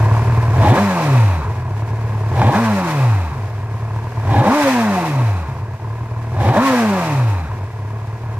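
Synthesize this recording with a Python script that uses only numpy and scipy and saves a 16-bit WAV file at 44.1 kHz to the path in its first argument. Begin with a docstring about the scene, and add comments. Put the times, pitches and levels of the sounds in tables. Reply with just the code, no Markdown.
"""A four-cylinder motorcycle idles on open paving, heard from above the handlebar.
Exhaust pulses first ring the silencer, with a few weak firings. Then come four blips: each time the revs climb
and the exhaust barks, and on the way down the fuel is cut and a clean falling tone, the engine's pumping, sings
over valve and chain hiss. After each fall the firing catches unevenly and the engine settles back to idle.
Pulses, noise and sine waves follow one running count of firings; single cracks and thumps are added on top."""
import sys
import numpy as np
from scipy import signal
from scipy.io import wavfile
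from scipy.ndimage import uniform_filter1d

SR = 44100
rng = np.random.default_rng(int(sys.argv[2]) if len(sys.argv) > 2 else 0)


def log_audio(samples):
    """Write samples as a 16-bit WAV file to the path given in sys.argv[1]."""
    # one column per channel
    frames = np.atleast_2d(samples).T
    # limit to full scale, then quantise
    limited = np.clip(frames, -1, 1)
    pcm = np.round(limited * 32767).astype(np.int16)
    wavfile.write(sys.argv[1], SR, pcm)


N = 369999  # samples

# One row a blip, when the revs climb and fall through PASSING_HZ: climb_s, fall_s
BLIPS = [(0.689, 1.276), (2.458, 3.16), (4.375, 5.321), (6.473, 7.326)]
# Brief dips from weak firings: time_s, depth_db, width_s
WEAK_FIRINGS = [(0.244, 14, 0.015), (4.01, 5, 0.013), (4.092, 10, 0.022), (4.139, 12, 0.018),
                (5.618, 0, 0.016), (5.784, 18, 0.027), (6.081, 10, 0.018), (7.726, 5.5, 0.039),
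                (8.067, 10, 0.017), (8.19, 12, 0.028)]
# Hard firings that crack: start_s, level_db
CRACKS = [(0.149, -11), (0.594, -22), (0.618, -7.5), (0.649, -26), (0.672, -17), (2.417, 1), (4.236, -35),
          (5.798, -21), (6.451, -23), (6.489, -1)]
# Unburnt charge lighting in the silencer: start_s, level_db
THUMPS = [(2.55, -24), (4.635, -10), (6.705, -11)]
# Overall level, which sags and partly recovers: time_s, level_db
LEVEL = [(0, 1), (.2, -0.1), (.55, -1.7), (.85, -8.5), (1.2, -7), (1.6, -9), (2.3, -6), (2.65, -9.5),
         (3.1, -9.5), (3.6, -11), (4.2, -7.5), (4.6, -7), (5.2, -11.5), (5.7, -12), (6.3, -10), (6.7, -7),
         (7.25, -11.5), (7.8, -12), (8.39, -10.5)]
# Levels at a closed throttle, before LEVEL: firing_hz, tone_db, bark_db, hiss_db
COASTING = [(36.7, -38, -23.5, -37.5), (46, -31, -22.5, -34.5), (58, -22.5, -21, -35),
            (71.4, -13.5, -18.5, -34.5), (90, -6, -15, -30.5), (106, -1.5, -14.5, -27.5),
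            (127.5, -1, -12, -25), (148, -8.5, -13, -24), (158, -13, -11.5, -21.5),
            (180, -11, -11.5, -23.5), (203, -6, -12.5, -21.5), (208, -6, -12.5, -22.5), (264, -8, -11, -17),
            (302, -10, -12, -18)]
# What full load adds: firing_hz, tone_db, bark_db, hiss_db, boom_db
LOADED = [(47, .1, 2, 1.5, 4), (66, 4.5, 8, 8.5, 5), (82, -1, 7.5, 5, 22), (110, 1.5, 6.5, 1.5, 6),
          (135, -2, 3.5, -4.5, 8), (161, -15, 1, -3, 18), (193, -0.5, 4.5, 1.7, 6), (230, 2.5, 2, -3, 20),
          (263, 1, -0.2, -4.2, 6)]
# Pulse strength of each cylinder in firing order: level_db
CYLINDERS_DB = [0., -1.5, .8, -2.]
# Colour of the bark at idle: pitch_hz, gain_db
BARK_IDLE = [(120, -17.5), (210, -4.5), (290, -6), (440, -1.5), (560, -9.5), (640, -2.5), (800, -6),
             (1000, -3), (1280, -14), (1490, -14), (2500, -29.5), (3200, -46), (5200, -45), (8800, -100)]
# Colour of the bark with the throttle open: pitch_hz, gain_db
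BARK_OPEN = [(120, -22), (200, -2), (347, -2.5), (446, -11), (512, -3), (727, -3.5), (794, 6), (911, -1.5),
             (1290, -17.5), (1680, -21), (4000, -25), (5200, -61), (8800, -120)]
# Colour of the bark with the throttle shut: pitch_hz, gain_db
BARK_SHUT = [(190, -46.5), (330, -5.5), (411, -11.5), (545, -5), (637, -16.5), (700, 2.5), (908, 5.5),
             (1340, -3), (1700, -8.5), (3250, -34), (4000, -14.5), (5200, -68), (8800, -120)]
# Frame and pipe resonances, against the bark: pitch_hz, width_hz (of one filter pass), level_db
RINGS = [(224.2, 35, -17), (896, 19, -13.5), (1694, 86, -15), (2567, 390, -22)]
# Bark that differs between the microphones, against the shared bark: pitch_hz, gain_db
SPREAD = [(200, -43), (380, -15.5), (700, -18), (1290, -14), (2380, -20), (4400, -1)]
# Colour of the silencer's boom: pitch_hz, gain_db
SILENCER = [(20, -54), (37, -16), (74, -7), (100, 11.5), (112, 7.5), (128, 5.5), (150, -10.5), (185, -18),
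            (230, -39), (320, -21), (600, -51), (2500, -100)]
# Colour the silencer gives the slow orders while revving: pitch_hz, gain_db
SILENCER_REVVING = [(30, -26), (70, -21), (105, 6), (130, -2.5), (160, -16), (230, -7)]
# Slow beats from unequal cylinders, before SILENCER_REVVING: multiple (of the firing rate), level_db
SLOW_ORDERS = [(.25, -35), (.5, -29.5), (.75, -35.5)]
# Rasp tones, before OUTLET and the rise with revs: multiple (of the firing rate), level_db
RASP_ORDERS = [(1.5, -15), (2, -3.5), (2.5, -12.5), (3, -5.5), (3.5, -10.5), (4, -7.5), (4.5, -10),
               (5, -9.5), (5.5, -10), (6, -19.5), (6.5, -10.5), (7, -10.5), (7.5, -11), (8, -19.5),
               (9, -8.5), (10, -26)]
# Colour the outlet gives the rasp: pitch_hz, gain_db
OUTLET = [(100, -5), (150, 9), (200, -7), (280, 0), (340, -4), (390, -6.5), (440, -6.5), (490, -7),
          (550, 1), (620, -2), (710, -0.5), (800, -6.5), (900, 0), (1050, 0), (1300, -10.5), (1700, -5.5),
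          (2600, -50)]
# How each rasp tone wavers: level_db, rate_hz, phase_turns (grows with the root of the multiple)
RASP_WAVER = 4.2, 16., .04
# Rasp of the coasting engine, against the bark: pitch_hz, width_hz (of one filter pass), level_db
SIZZLE = 2650, 1100, -18.5
# Colour of valve and chain hiss: pitch_hz, gain_db
HISS = [(1120, -24), (1900, 0.5), (2410, -2), (3250, -8.5), (5700, -10.5), (13000, -23.5), (14600, -25.5),
        (15500, -34)]
# Extra colour of the hiss that both microphones hear alike: pitch_hz, gain_db
SHARED_HISS = [(1500, 5.5), (2600, -7), (3600, -6), (5000, -11), (9000, -4.5), (14000, -1)]

# Speeds are in firings a second
IDLE_HZ, HUNT_HZ, HUNTS_PER_S = 36.9, 1.2, 2.5  # idle speed, how far it hunts and how quickly
PASSING_HZ = 100
CLIMB_PER_S = 6.9  # under throttle the revs grow exponentially
DRAG_PER_S, FRICTION_HZ = .685, 207.2  # coasting loses DRAG x (revs + FRICTION) each second
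CREST, SETTLE = 7.2, 8.5  # sharpness of the turn at the top and of the landing at idle
THROTTLE_FROM_HZ = 35  # load adds nothing at or below this speed
MERGE_HZ, RELIGHT_HZ = 80.3, 70  # pulses merge into a tone above the first; fuel returns below the second
THROTTLE_EDGE_S = .1
BOOM_DB, BOOM_FADE_DB = -11, 25  # boom before LEVEL and load, and its drop while revving
OVERRUN_HUSH_DB = 3.5  # less turbulence without combustion
RASP_DB_PER_OCTAVE = 5.5
SCATTER_DB, KNOCK_DB = 1.5, -7.5  # chance in firing strength; header knock against the bark
LEFT_LAG, EDGE_HZ = 3, 15350  # extra samples to the left microphone; top of the sound band


def bark(train, turns, opened, shut):
    """Pulses and turbulent gas shake the pipe, whose colour follows the throttle."""
    # The gas noise is strongest just after each firing
    puff = (3.7 + np.exp(-(turns % 1) / 1.0)) * rng.standard_normal(N)
    swell = uniform_filter1d(train, 600, origin=299)  # a strong firing blows a strong puff
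    gas = evened(puff * (swell + 2.8 * swell.mean()), 0.12)
    # Baffles smear each pulse
    echoes = rng.standard_normal(900) * gain_of(-60 * np.arange(900) / SR / 0.026)
    smeared = evened(signal.oaconvolve(train, echoes)[:N], 0.05)
    rough = np.clip(.75 - 0.096 * opened - 0.034 * shut, 0, 1)
    drive = (1 - rough) * smeared + rough * gas

    out = np.zeros(N)
    shares = (np.clip(1 - opened - shut, 0, 1), opened, shut)
    for share, points in zip(shares, (BARK_IDLE, BARK_OPEN, BARK_SHUT)):
        out += np.sqrt(share) * evened(colour(drive, points), 0.19)
    for hz, width, db in RINGS:
        out += gain_of(db) * evened(ring(drive, hz, width), 0.21)
    return out


def pulses(turns, scatter_db, jitter_s):
    """Each firing makes one click, sized by its cylinder and by chance, slightly off the beat."""
    at = np.flatnonzero(np.diff(np.floor(turns)))
    luck = rng.standard_normal((N // 100, 2))[:len(at)]
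    size_db = np.take(CYLINDERS_DB, np.arange(len(at)) % 4) + scatter_db[at] * luck[:, 0]
    late = (jitter_s[at] * SR * luck[:, 1]).astype(int)
    train = np.zeros(N)
    train[np.clip(at + late, 0, N - 1)] = gain_of(size_db)
    return train


def silencer_boom(train, level_db):
    """The exhaust pulses ring the silencer's low resonances."""
    return gain_of(level_db) * evened(colour(train, SILENCER), 0.098)


def firing_tone(turns, hz, level_db):
    """A clean sine wave at the firing rate, fading in above idle."""
    fade_in = np.clip((hz - 42) / 15, 0, 1)
    return gain_of(level_db) * fade_in * np.sqrt(2) * np.sin(2 * np.pi * turns)


def orders(table, outlet, hz, turns, waver_db, waver_hz, slip):
    """Multiples of the firing rate waver in level and phase and sweep through the outlet's colour."""
    out = np.zeros(N)
    for k, db in table:
        level = gain_of(db + read(outlet, k * hz) + waver_db * wander(waver_hz))
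        phase = k * turns + rng.random() + slip * np.sqrt(k) * wander(waver_hz)
        out += level * np.sqrt(2) * np.sin(2 * np.pi * phase)
    return out


def header_knock(train, level_db):
    """Each firing rings the metal exhaust header."""
    return gain_of(level_db + 1.7 * wander(12.)) * evened(ring(train, 1005.0, 170.0), 0.069)


def coasting_sizzle(rush, bark_db):
    """A high resonance picks a rasp out of the exhaust rush."""
    hz, width, db = SIZZLE
    return gain_of(bark_db + db) * evened(ring(rush, hz, width), 0.26)


def blows(events, hz, t60, noisy, rise_s):
    """Single hard blows ring the pipe, falling 60 dB in t60 seconds."""
    t, out = np.arange(3000) / SR, np.zeros(N + 3000)
    for start_s, db in events:
        # Smoothing twice leaves mainly the lower noise
        noise = uniform_filter1d(uniform_filter1d(rng.standard_normal(3000), 12), size=6)
        knock = np.sin(2 * np.pi * hz * t) + noisy * 1.4 * noise
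        envelope = gain_of(db - 60 * t / t60) * (1 - np.exp(-t / rise_s))
        out[round(start_s * SR):][:3000] += envelope * knock
    return out[:N]


def hiss(turns, flicker):
    """Valve ticks and chain noise throb twice a firing and flicker in level."""
    throb = 1 + 0.55 * np.exp(-((2 * turns) % 1) / 0.12)
    ticks = (rng.random(N) < 600 / SR) * rng.standard_normal(N)  # about 600 a second
    noise = throb * rng.standard_normal(N) + 2.95 * ticks
    return evened(colour(noise, HISS, size=1024), 0.098) * gain_of(1.1 * flicker)


def revs(t):
    """Each blip climbs until it meets its coast-down; gives speed, blip speed and share of load."""
    up, down = np.transpose(BLIPS)[:, :, None]
    climb = PASSING_HZ * np.exp(np.clip(CLIMB_PER_S * (t - up), -9, 9))
    coast = (PASSING_HZ + FRICTION_HZ) * np.exp(-DRAG_PER_S * (t - down)) - FRICTION_HZ
    coast = np.maximum(coast, 1)
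    spin = (climb ** -CREST + coast ** -CREST) ** (-1 / CREST)  # a soft minimum
    now = spin.argmax(axis=0), np.arange(N)  # the fastest blip counts
    load = (spin[now] / climb[now]) ** CREST
    idle = IDLE_HZ + HUNT_HZ * wander(HUNTS_PER_S)
    hz = (spin[now] ** SETTLE + idle ** SETTLE) ** (1 / SETTLE)  # a soft maximum
    return hz, spin[now], load


def levels(t, hz, spin, load):
    """Tone, bark, hiss and boom levels in dB follow speed, load and the overall level."""
    coast_hz, *coasting = np.transpose(COASTING)
    load_hz, *loaded = np.transpose([(THROTTLE_FROM_HZ, 0, 0, 0, 0)] + LOADED)
    base = [np.interp(hz, coast_hz, column) for column in coasting] + [BOOM_DB]
    overall = np.interp(t, *np.transpose(LEVEL))
    return [overall + b + load * np.interp(spin, load_hz, extra) for b, extra in zip(base, loaded)]


def wander(rate_hz):
    """Slow random drift, its running strength (rms) held at one."""
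    lowpass = signal.butter(2, rate_hz, fs=SR, output="sos")
    return evened(signal.sosfilt(lowpass, rng.standard_normal(N)), 2.845)


def ring(x, hz, width):
    """A resonance applied twice, so that its skirts are steep."""
    b, a = signal.iirpeak(hz, hz / width, SR)
    return signal.lfilter(b, a, signal.lfilter(b, a, x))


def colour(x, points, size=8192):
    """Shapes the spectrum without ringing ahead of a sound: the phase follows from the log gain."""
    gain_db = np.maximum(read(points, abs(np.fft.fftfreq(size, 1 / SR))), -100)
    log_gain = np.log(gain_of(gain_db))
    taps = np.fft.ifft(np.exp(np.conj(signal.hilbert(log_gain)))).real[:size // 2]
    return signal.oaconvolve(x, taps)[:N]


def read(points, hz):
    """Reads a spectrum on a log-frequency axis."""
    f, value = np.transpose(points)
    return np.interp(np.log(hz + 1), np.log(f + 1), value)


def evened(x, span_s):
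    """Holds the running strength (rms) at one."""
    span = round(span_s * SR)
    power = uniform_filter1d(uniform_filter1d(x ** 2, span), span)
    return x / np.sqrt(abs(power) + 1e-12)


def within(t, starts, ends, edge_s):
    """One inside the spans, zero outside, with soft edges."""
    inside = sum((t > a) & (t < b) for a, b in zip(starts, ends)) * 1.
    return uniform_filter1d(inside, round(edge_s * SR))


def gain_of(db):
    """Turns decibels into gain."""
    return 10 ** (np.asarray(db) / 20)


def scene():
    """Mixes the engine for two microphones: the left is a little farther, and turbulence differs."""
    t = np.arange(N) / SR
    hz, spin, load = revs(t)
    tone_db, bark_db, hiss_db, boom_db = levels(t, hz, spin, load)
    turns = np.cumsum(hz) / SR - 1 / 100  # running count of firings

    # Throttle states, each between zero and one
    fast = spin > MERGE_HZ
    rise = t[1:][np.diff(1 * fast) > 0]
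    peak = t[1:][np.diff(1 * (fast & (load < .5))) > 0]
    back = t[1:][np.diff(1 * (spin > RELIGHT_HZ)) < 0]
    revving = within(t, rise, back, 0.034)
    shut = within(t, peak, back, 0.093)
    opened = within(t, rise - .07, peak - .02, THROTTLE_EDGE_S)
    catching = within(t, back, back + .3, 0.03)  # uneven burning as the fuel returns

    scatter_db = SCATTER_DB * (1 - 0.6 * shut) + 0.39 * catching
    jitter_s = .0006 + 0.00119 * catching - 0.00051 * revving
    train = pulses(turns, scatter_db, jitter_s)
    dip_db = sum(depth * np.exp(-((t - at) / width) ** 2 * 2) for at, depth, width in WEAK_FIRINGS)

    # Above idle the pulses merge into the firing tone
    boom = silencer_boom(train, boom_db - dip_db - BOOM_FADE_DB * revving)
    tone = firing_tone(turns, hz, tone_db)
    slow = revving * orders(SLOW_ORDERS, SILENCER_REVVING, hz, turns, 3.0, 3.1, 0.024)
    bass = boom + tone + slow

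    rush_gain = gain_of(bark_db - 0.31 * dip_db - OVERRUN_HUSH_DB * shut)
    rush = rush_gain * bark(train, turns, opened, shut)
    unshared = rush_gain * bark(train, turns, opened, shut)
    rasp_db = bark_db - 1.0 + RASP_DB_PER_OCTAVE * np.log2(hz / 200)  # clearer at high revs
    rasp = revving * gain_of(rasp_db) * orders(RASP_ORDERS, OUTLET, hz, turns, *RASP_WAVER)
    knock = (1 - revving) * header_knock(train, bark_db - dip_db + KNOCK_DB)
    sizzle = shut * coasting_sizzle(rush, bark_db)
    cracks = blows(CRACKS, 875.0, 0.022, 0.83, 0.00032)
    thumps = blows(THUMPS, 120.0, 0.084, .0, 0.011)

    flicker = wander(13.0)  # common to all three hisses
    left, right, shared = (gain_of(hiss_db) * hiss(turns, flicker + 0.55 * wander(22.0)) for _ in range(3))
    shared = colour(shared, SHARED_HISS, size=256)

    mid = rasp + rush + knock + sizzle + shared + cracks + thumps
    side = colour(unshared, SPREAD)
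    left_ear = np.roll(mid, LEFT_LAG) + side + left + np.roll(bass, 1)
    right_ear = mid - side + right + bass
    return np.array([left_ear, right_ear]) * gain_of([[.1], [-.1]])  # left slightly louder


def record(dry):
    """Loud peaks are softly rounded, then the highest treble is cut off."""
    rounded = np.tanh(dry * 0.87) / 0.98
    lowpass = signal.firwin(1023, EDGE_HZ, window=("kaiser", 12), fs=SR)
    return signal.oaconvolve(rounded, lowpass[None], "same")


dry = scene()
out = record(dry)
log_audio(out)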